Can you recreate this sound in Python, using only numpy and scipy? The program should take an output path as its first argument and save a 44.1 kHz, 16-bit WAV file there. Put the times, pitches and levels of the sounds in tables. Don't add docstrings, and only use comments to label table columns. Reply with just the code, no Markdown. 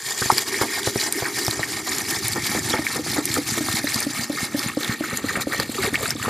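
import sys
import numpy as np
from scipy import signal
from scipy.fft import rfft, irfft, next_fast_len
from scipy.io import wavfile

SR = 44100
rng = np.random.default_rng(int(sys.argv[2]) if len(sys.argv) > 2 else 0)


def master_out(mix):
    frames = np.transpose(np.atleast_2d(mix))
    ceiling = np.clip(frames, -1, 1)
    pcm = np.round(ceiling * 32767).astype(np.int16)
    wavfile.write(sys.argv[1], SR, pcm)


N = 277731
TIME_S = np.arange(N) / SR
PLOP_CYCLES, DRIP_CYCLES = 2.3, 7.5

# (start [s], length [s], spray [dB], bubbling [dB])
SLUGS = [(0.01, 0.11, -27, -34.5), (0.12, 0.3, -29, -32), (0.448, 0.19, -30, -27.5),
         (0.634, 0.16, -30.5, -29.5), (0.77, 0.13, -31.5, -31.5), (0.913, 0.16, -26.5, -30.5),
         (1.083, 0.21, -32, -30), (1.282, 0.17, -29.5, -30.5), (1.41, 0.24, -33, -32),
         (1.641, 0.15, -30, -33), (1.811, 0.2, -28.5, -29), (2.009, 0.16, -28, -29),
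         (2.162, 0.22, -28.5, -32), (2.379, 0.2, -28, -27.5), (2.569, 0.15, -28.5, -31),
         (2.678, 0.11, -35.5, -29.5), (2.776, 0.19, -29.5, -31), (2.993, 0.19, -29, -30),
         (3.205, 0.18, -28.5, -29.5), (3.397, 0.19, -29, -31), (3.582, 0.21, -28, -27.5),
         (3.793, 0.24, -28.5, -28.5), (4.049, 0.19, -30.5, -31), (4.283, 0.18, -32, -30.5),
         (4.507, 0.19, -29.5, -30.5), (4.745, 0.19, -30.5, -29), (4.964, 0.22, -32.5, -31),
         (5.178, 0.22, -34, -30), (5.453, 0.18, -30, -31), (5.663, 0.11, -29.5, -40.5),
         (5.754, 0.12, -24.5, -25.5), (5.892, 0.22, -29, -30.5), (6.157, 0.14, -31.5, -33)]


def flow(levels_db, trickle_db, trickle_db_per_s, lean_db, splash_db, build_s=0.086, break_s=0.02):
    # (time [s], level [dB])
    splashes = [(0.488, -31), (0.38, -26.5), (0.62, -26.5), (0.87, -26), (1.035, -30.5), (1.385, -25.5),
                (1.53, -29), (2.46, -26.5), (2.745, -27.5), (3.105, -30), (3.484, -32), (4.685, -37),
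                (4.84, -42), (4.928, -31), (5.291, -30.5), (5.365, -30.5), (5.417, -25), (5.54, -26),
                (5.948, -26.5), (6.242, -30)]
    splash_s = 0.048
    power = gain_of(trickle_db + trickle_db_per_s * TIME_S) ** 2
    for (start_s, length_s, _, _), db in zip(SLUGS, levels_db):
        t = np.arange(int((length_s + 6 * break_s) * SR)) / SR
        shape = np.minimum(t / build_s, 1) * np.exp(-np.maximum(t - length_s, 0) / break_s)
        level = gain_of(db + lean_db * (np.minimum(t / length_s, 1) - 1))
        add(power[None], start_s, (shape * level) ** 2)
    for s, db in splashes:
        splash = gain_of(db + splash_db) * np.hanning(int(splash_s * SR))
        add(power[None], s - splash_s / 2, splash ** 2)
    return np.sqrt(power)


def spray(strength, mist_db=-1.5, droplets_db=-4, afloat_s=4.1):
    # (frequency [Hz], gain [dB])
    mist_eq = [(1800, 15), (2600, -1.5), (3100, -2), (4000, 2), (4800, 4), (5700, 0), (7200, -1),
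               (8200, -3.5), (10500, -4.5), (12300, -9.5), (14200, -3)]
    # (frequency [Hz], gain [dB])
    afloat_eq = [(4300, -0.5), (5400, -8), (6100, -5.5), (7000, -1.5), (9500, -4), (14000, -1.5)]
    mist = patter(2516, 13370, per_s=9000, cycles=2.5, spread_db=-1.5, clump_db=2.5, clumps_per_s=100,
                  patch_db=3.5, pan=0.5, count=36)
    droplets = patter(3500, 11500, per_s=420, cycles=DRIP_CYCLES, spread_db=3.2, clump_db=2.4,
                      clumps_per_s=110, pan=1, count=48)
    mist = colour(np.diff(mist, prepend=0) + mist / 2, mist_eq)
    spatter = mist / rms(mist) * gain_of(mist_db) + droplets * gain_of(droplets_db)
    afloat = np.clip(TIME_S - afloat_s, 0, 1)
    return ((1 - afloat) * spatter + afloat * colour(spatter, afloat_eq)) * strength


def bubbles(bubbling, sloshing, fine_db=-6, chirps_db=-4, fizz_db=-6, slosh_db=-7, gurgle_db=-6):
    fine = patter(1563, 2340, per_s=900, cycles=4.2, spread_db=4, clump_db=1.5, clumps_per_s=38,
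                  count=12)
    chirps = patter(1050, 2600, per_s=420, cycles=3.8, spread_db=3.8, clump_db=2, clumps_per_s=40,
                    glide=0.06)
    fizz = patter(2860, 4370, per_s=660, cycles=DRIP_CYCLES, spread_db=5, clump_db=8.5,
                  clumps_per_s=37, count=12)
    slosh = patter(740, 1500, per_s=1200, cycles=0.97, spread_db=4, clump_db=2, clumps_per_s=66,
                   count=12)
    gurgle = patter(365, 670, per_s=220, cycles=PLOP_CYCLES, spread_db=3.5, clump_db=4, clumps_per_s=28)
    depth = TIME_S / TIME_S[-1]
    shallow = 1 - 0.42 * depth ** 2
    foam = fine * shallow * gain_of(fine_db)
    foam += (chirps * gain_of(chirps_db) + fizz * gain_of(fizz_db)) * depth ** 2
    swirl = slosh * shallow * gain_of(slosh_db) + gurgle * depth ** 3 * gain_of(gurgle_db)
    return foam * bubbling + swirl * sloshing


def gulps(neck_hz=298, rise_s=0.00033, glide_per_s=0.16, gain_db=-5, echo_s=0.034, echo_db=-15):
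    # (time [s], level [dB], decay [s])
    intakes = [(0.636, -20.5, 0.0093), (2.38, -24.5, 0.01), (2.585, -22, 0.0099), (2.791, -16.5, 0.011),
               (2.992, -22, 0.019), (3.182, -15.5, 0.02), (3.383, -16.5, 0.021), (3.607, -18.5, .018),
               (3.841, -18, 0.018), (4.066, -16.5, 0.017), (4.298, -17.5, 0.018), (4.545, -16, .018),
               (4.771, -15, 0.016), (5.007, -16, 0.014), (5.242, -16, 0.01), (5.47, -16.5, .011),
               (5.694, -17.5, 0.0065), (5.928, -20.5, 0.012), (6.154, -22, 0.01)]
    out = np.zeros((2, N))
    t = np.arange(4000) / SR
    for s, db, decay_s in intakes:
        detune, lag, upper_level, upper_detune = rng.standard_normal(4)
        swell = (1 - np.exp(-t / rise_s)) * np.exp(-(t / decay_s) ** 2)
        swell /= swell.max()
        phase = 2 * np.pi * neck_hz * (1 + 0.025 * detune) * (t + glide_per_s * t ** 2)
        upper_ratio = 1.816 + 0.14 * upper_detune
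        upper = gain_of(-4 + 2.5 * upper_level) * swell ** 3.5 * np.sin(upper_ratio * phase)
        throb = -gain_of(db + gain_db) * (swell * np.sin(phase) + upper)
        add(out, s, throb)
        add(out, s + echo_s * (1 + lag / 10), throb * gain_of(echo_db))
    return out


def thuds(gain_db=-3, splash_gain_db=-1, bump_hz=150, bump_db=-7, cushion_db_per_s=-5):
    # (time [s], level [dB], pitch [Hz], splash [dB], splash swell [s])
    lumps = [(0.218, -20, 420, -23.5, 0.0028), (0.257, -22, 535, -30, 0.003),
             (0.322, -21.5, 266, -26, 0.0035), (0.614, -16.5, 430, -22, 0.0096),
             (0.873, -11.5, 504, -23, 0.0039), (0.957, -14, 940, -20, 0.002),
             (1.223, -15, 680, -28, 0.0052), (1.481, -9, 714, -28, 0.0018),
             (1.594, -14.5, 620, -30, 0.0073), (2.36, -21.5, 400, -26, 0.0055),
             (2.549, -17, 610, -30, 0.0088), (2.738, -13, 430, -23, .009), (2.959, -20.5, 480, -29.5, 0.01),
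             (3.064, -21, 634, -34, .003), (3.167, -21, 402, -26.5, 0.014), (3.371, -13.5, 480, -35, .009),
             (3.576, -18.5, 360, -30, 0.0058), (3.686, -16, 920, -26, 0.0017),
             (5.372, -21, 600, -27.5, 0.006), (5.5995, -17, 804, -23.5, 0.0033),
             (5.848, -17, 517, -33.5, 0.016), (6.28, -11.5, 535, -24, 0.0062)]
    out = pops([row[:3] for row in lumps], cycles=0.8, glide=0, gain_db=gain_db)
    t = np.arange(6000) / SR
    bursts = np.zeros((1, N))
    for s, db, _, splash_db, swell_s in lumps:
        add(bursts, s - swell_s / 2, gain_of(splash_db + splash_gain_db) * swell_and_fade(t, swell_s))
        add(out, s, gain_of(db + bump_db + cushion_db_per_s * s) * bubble(bump_hz, cycles=0.5))
    coarse = patter(300, 1700, per_s=2500, cycles=1.5, spread_db=0, clump_db=1, clumps_per_s=170,
                    count=14)
    return out + bursts * coarse


def plops(gain_db=-4, brood_gain_db=-4, scatter=0.18, count=60):
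    # (time [s], level [dB], pitch [Hz], brood [dB], brood swell [s])
    closures = [(0.221, -12.5, 1470, -23, 0.0034), (.3006, -0.5, 890, -36, .004),
                (0.3029, -6.5, 1250, -40, .004), (0.3044, -12, 1200, -30, 0.0083),
                (.543, -11, 1950, -29, .003), (1.255, -13.5, 1810, -35, .006),
                (1.631, -10, 1940, -25, .003), (2.867, -6.5, 2130, -30, 0.0025),
                (3.364, -13.5, 1360, -38, 0.0034), (3.871, -12, 1900, -26, 0.0041),
                (5.039, -15, 1500, -28.5, 0.0039), (5.286, -19, 1920, -26, .006),
                (5.355, -12.5, 1650, -24, 0.0058), (5.523, -14, 1820, -23, 0.0076),
                (5.599, -12.5, 1710, -26, 0.0017), (5.781, -21, 1160, -29, 0.0089),
                (5.828, -16, 1680, -24, .007), (5.943, -9, 1840, -21, 0.0032),
                (5.956, -5, 2400, -20, 0.0027), (6.057, -14, 1490, -26, .003),
                (6.227, -17, 1590, -35, .004), (6.25, -15, 1250, -23, .005)]
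    out = pops([row[:3] for row in closures], cycles=PLOP_CYCLES, glide=0.012, gain_db=gain_db)
    for s, _, hz, brood_db, swell_s in closures:
        t = np.arange(int(7 * swell_s * SR)) / SR
        brood = np.zeros((1, len(t)))
        for when, pitch in rng.random((count, 2)):
            add(brood, when * t[-1], bubble(hz * np.exp(scatter * (2 * pitch - 1)), PLOP_CYCLES))
        add(out, s, gain_of(brood_db + brood_gain_db) * brood / rms(brood) * swell_and_fade(t, swell_s))
    return out


def ticks(ping_db=-4.5, mist_db=-4, rise_s=0.0002, decay_s=0.0022):
    # (time [s], level [dB], pitch [Hz])
    drops = [(.317, -7.5, 5160), (.3816, -2.5, 4570), (.8315, -13, 3500), (1.1246, -1, 9100),
             (1.449, -12, 5700), (1.466, -7, 5100), (1.481, -10, 5700), (1.51, -7, 4270), (1.984, -7, 7000),
             (2.282, -1.5, 10600), (3.255, -2, 9500), (3.315, -16, 3840), (3.3412, -2.5, 7250),
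             (3.944, -6, 4700), (4.004, -6.5, 9400), (4.593, -8, 5040), (4.832, -13, 3800),
             (4.846, -12, 3500), (5.173, -5.5, 7000), (5.5995, -3.5, 4640), (6.106, -5, 5360)]
    out = pops(drops, cycles=3.5, glide=0.0059, gain_db=ping_db, pan=0.099)
    t = np.arange(900) / SR
    puff = np.minimum(t / rise_s, 1) * np.exp(-t / decay_s)
    for s, db, hz in drops:
        highpass = signal.butter(2, hz / 2, "highpass", fs=SR)
        mist = signal.lfilter(*highpass, rng.standard_normal((2, len(t))))
        add(out, s, gain_of(db + mist_db) * (mist + mist[::-1] / 2) / 2 * puff)
    return out


def plunges(thump_hz=187, thump_db=-1, gloop_db=-3):
    # (time [s], level [dB])
    falls = [(3.102, -30), (3.303, -26), (3.52, -24.5), (3.741, -21.5), (3.958, -22.5), (4.192, -24.5),
             (4.429, -22.5), (4.661, -21.5), (4.894, -17.5), (5.13, -23), (5.371, -22), (5.592, -24.5),
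             (5.844, -22.5), (6.27, -23.5)]
    # (time [s], level [dB], pitch [Hz])
    gloops = [(5.785, -22, 380), (5.805, -33, 344), (5.873, -21.5, 403)]
    thumps = pops([(s, db, thump_hz) for s, db in falls], cycles=0.45, glide=0, gain_db=thump_db)
    return thumps + pops(gloops, cycles=4.2, glide=0.0044, gain_db=gloop_db)


def pool(strength, bare_hz=385, full_hz=270, width_hz=125, burble_db=1.9):
    # (time [s], drumming [dB], churn [dB])
    levels = [(0, -47, -56), (.6, -41, -58), (1.7, -40.5, -49.5), (2.4, -41.5, -44), (4.3, -45, -51.5),
              (6.3, -49, -42.5)]
    times_s, drum_db, churn_db = np.transpose(levels)
    lowpass = signal.butter(2, width_hz / 2, fs=SR, output="sos")
    hum = signal.sosfilt(lowpass, rng.standard_normal(N) + 1j * rng.standard_normal(N))
    carrier = np.exp(2j * np.pi * np.cumsum(np.geomspace(bare_hz, full_hz, N)) / SR)
    drum = (hum * carrier).real * gain_of(burble_db * flutter(40))
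    churn = patter(88, 290, per_s=150, cycles=1, spread_db=0.5, clump_db=0.5, clumps_per_s=21, count=12)
    surge = strength / strength.mean()
    drum *= gain_of(np.interp(TIME_S, times_s, drum_db)) * surge ** 0.47 / rms(drum)
    churn *= gain_of(np.interp(TIME_S, times_s, churn_db)) * surge ** 0.43
    return drum + churn


def steel_base(strength, taps_per_s=700, cover_db_per_s=-4):
    # (frequency [Hz], width [Hz], level [dB])
    modes = [(1832, 36, -14), (3320, 130, -13), (4780, 380, -8.5), (7100, 300, -6)]
    taps = rng.standard_normal((2, N)) * (rng.random(N) < taps_per_s / SR)
    taps = taps + 0.5 * taps[::-1]
    out = np.zeros((2, N))
    for hz, width_hz, db in modes:
        ring = signal.oaconvolve(taps, ringing([(hz, width_hz, 0)])[None], axes=1)[:, :N]
        out += gain_of(db) * ring / rms(ring)
    return out * strength * gain_of(cover_db_per_s * TIME_S)


def pot_response(walls_db=-8, room_db=-23, room_t60_s=0.86, size=12000):
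    # (frequency [Hz], width [Hz], gain [dB])
    air_modes = [(120, 39, 7.5), (226, 40, 7), (306, 45, -5.5), (372, 35, -2.5), (810, 90, -1.5),
                 (1240, 200, -5.5), (1832, 36, 6), (2150, 46, 3), (2275, 40, 1.5)]
    # (frequency [Hz], t60 [s])
    wall_decay = [(150, 0.05), (500, 0.13), (2000, 0.026), (6000, 0.085), (14000, 0.011)]
    t = np.arange(size) / SR
    hz, frame_s, spectrum = signal.stft(rng.standard_normal((2, size)), SR, nperseg=128)
    spectrum *= gain_of(-60 * frame_s / at_hz(wall_decay, hz)[:, None])
    walls = signal.istft(spectrum, SR, nperseg=128)[1][:, :size] * (t > 0.001)
    walls *= gain_of(walls_db) / np.linalg.norm(walls[0])
    room = rng.standard_normal((2, size)) * gain_of(-60 * t / room_t60_s) * (t > 0.008)
    room *= gain_of(room_db) / np.linalg.norm(room[0])
    return (t == 0) + ringing(air_modes, size) + walls + room


def in_pot(x, count=8):
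    shares = np.maximum(1 - abs(np.linspace(0, count - 1, N) - np.arange(count)[:, None]), 0)
    return sum(signal.oaconvolve(x * share, pot_response(), axes=1)[:, :N] for share in shares)


def bubble(hz, cycles, glide=0):
    age = np.arange(int(5 * cycles * SR / hz) + 4) * hz / (SR * cycles)
    return -swell_and_fade(age, 0.5) * np.sin(2 * np.pi * cycles * (age + glide * age ** 2 / 2))


def pops(rows, cycles, glide, gain_db, pan=0):
    out = np.zeros((2, N))
    for (s, db, hz), side in zip(rows, rng.uniform(-pan, pan, len(rows))):
        add(out, s, gain_of(db + gain_db) * bubble(hz, cycles, glide) * np.array([[1 + side], [1 - side]]))
    return out


def patter(low_hz, high_hz, per_s, cycles, spread_db, clump_db, clumps_per_s,
           patch_db=0, glide=0.031, pan=0, count=24):
    out = np.zeros((2, N + SR))
    clumps_db = clump_db * flutter(clumps_per_s)
    pitches_hz = np.geomspace(low_hz, high_hz, count)
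    for hz in pitches_hz:
        number = int(per_s * N / SR * hz / pitches_hz.sum()) + 1
        when, size, side = np.random.default_rng(rng.integers(1 << 30)).random((number, 3)).T
        starts = (when * N).astype(int)
        grain = bubble(hz, cycles, glide)
        patches_db = patch_db * np.interp(when, np.linspace(0, 1, 300), rng.standard_normal(300))
        sizes_db = spread_db * np.minimum(-np.log(1 - size), 4)
        gains = gain_of(sizes_db + clumps_db[starts] + patches_db)
        samples = (starts[:, None] + np.arange(len(grain))).ravel()
        for channel, sign in enumerate((1, -1)):
            panned = gains * (1 + sign * pan * (2 * side - 1))
            out[channel] += np.bincount(samples, np.outer(panned, grain).ravel(), N + SR)
    return out[:, :N] / rms(out[:, :N])


def ringing(modes, size=6000):
    t = np.arange(size) / SR
    return sum(gain_of(db) * 2 * np.pi * width_hz / SR * np.exp(-np.pi * width_hz * t)
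               * np.cos(2 * np.pi * hz * t) for hz, width_hz, db in modes)


def swell_and_fade(t, peak):
    return t / peak * np.exp(1 - t / peak)


def flutter(per_s):
    return 1.2 * np.interp(TIME_S * per_s, np.arange(4000), rng.standard_normal(4000))


def colour(x, eq):
    size = next_fast_len(N + 4096)
    gains = gain_of(at_hz(eq, np.fft.rfftfreq(size, 1 / SR)))
    return irfft(rfft(x, size) * gains, size)[..., :N]


def at_hz(points, hz):
    points_hz, values = np.transpose(points)
    return np.interp(np.log(hz + 1), np.log(points_hz + 1), values)


def add(mix, s, sound):
    part = mix[:, max(round(s * SR), 0):][:, :sound.shape[-1]]
    part += sound[..., :part.shape[1]]


def gain_of(db):
    return 10 ** (np.asarray(db) / 20)


def rms(x):
    return np.sqrt(np.mean(x ** 2) + 1e-20)


def scene():
    _, _, spray_db, bubbling_db = np.transpose(SLUGS)
    spatter = flow(spray_db, trickle_db=-39, trickle_db_per_s=-0.41, lean_db=0, splash_db=-0.5)
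    bubbling = flow(bubbling_db, trickle_db=-41, trickle_db_per_s=-0.44, lean_db=2.5, splash_db=-4.5)
    sloshing = flow(bubbling_db, trickle_db=-41, trickle_db_per_s=-0.44, lean_db=11.5, splash_db=-2)
    stream = spray(spatter) + steel_base(spatter) + bubbles(bubbling, sloshing) + pool(bubbling)
    return in_pot(stream + gulps() + plunges() + thuds() + plops() + ticks())


def record(dry, low_cut_hz=48, high_cut_hz=14330):
    # (frequency [Hz], side gain [dB])
    side_eq = [(3800, -63), (4250, -46), (5400, -10), (7000, -1), (14000, 4)]
    mid = dry.mean(0)
    side = colour((dry[0] - dry[1]) / 2, side_eq)
    highpass = signal.butter(3, low_cut_hz, "highpass", fs=SR, output="sos")
    lowpass = signal.firwin(601, high_cut_hz, window=("kaiser", 8), fs=SR)
    pair = signal.sosfilt(highpass, np.array([mid + side, mid - side]))
    return signal.oaconvolve(np.clip(pair, -1, 1), lowpass[None], "same")


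dry = scene()
out = record(dry)
master_out(out)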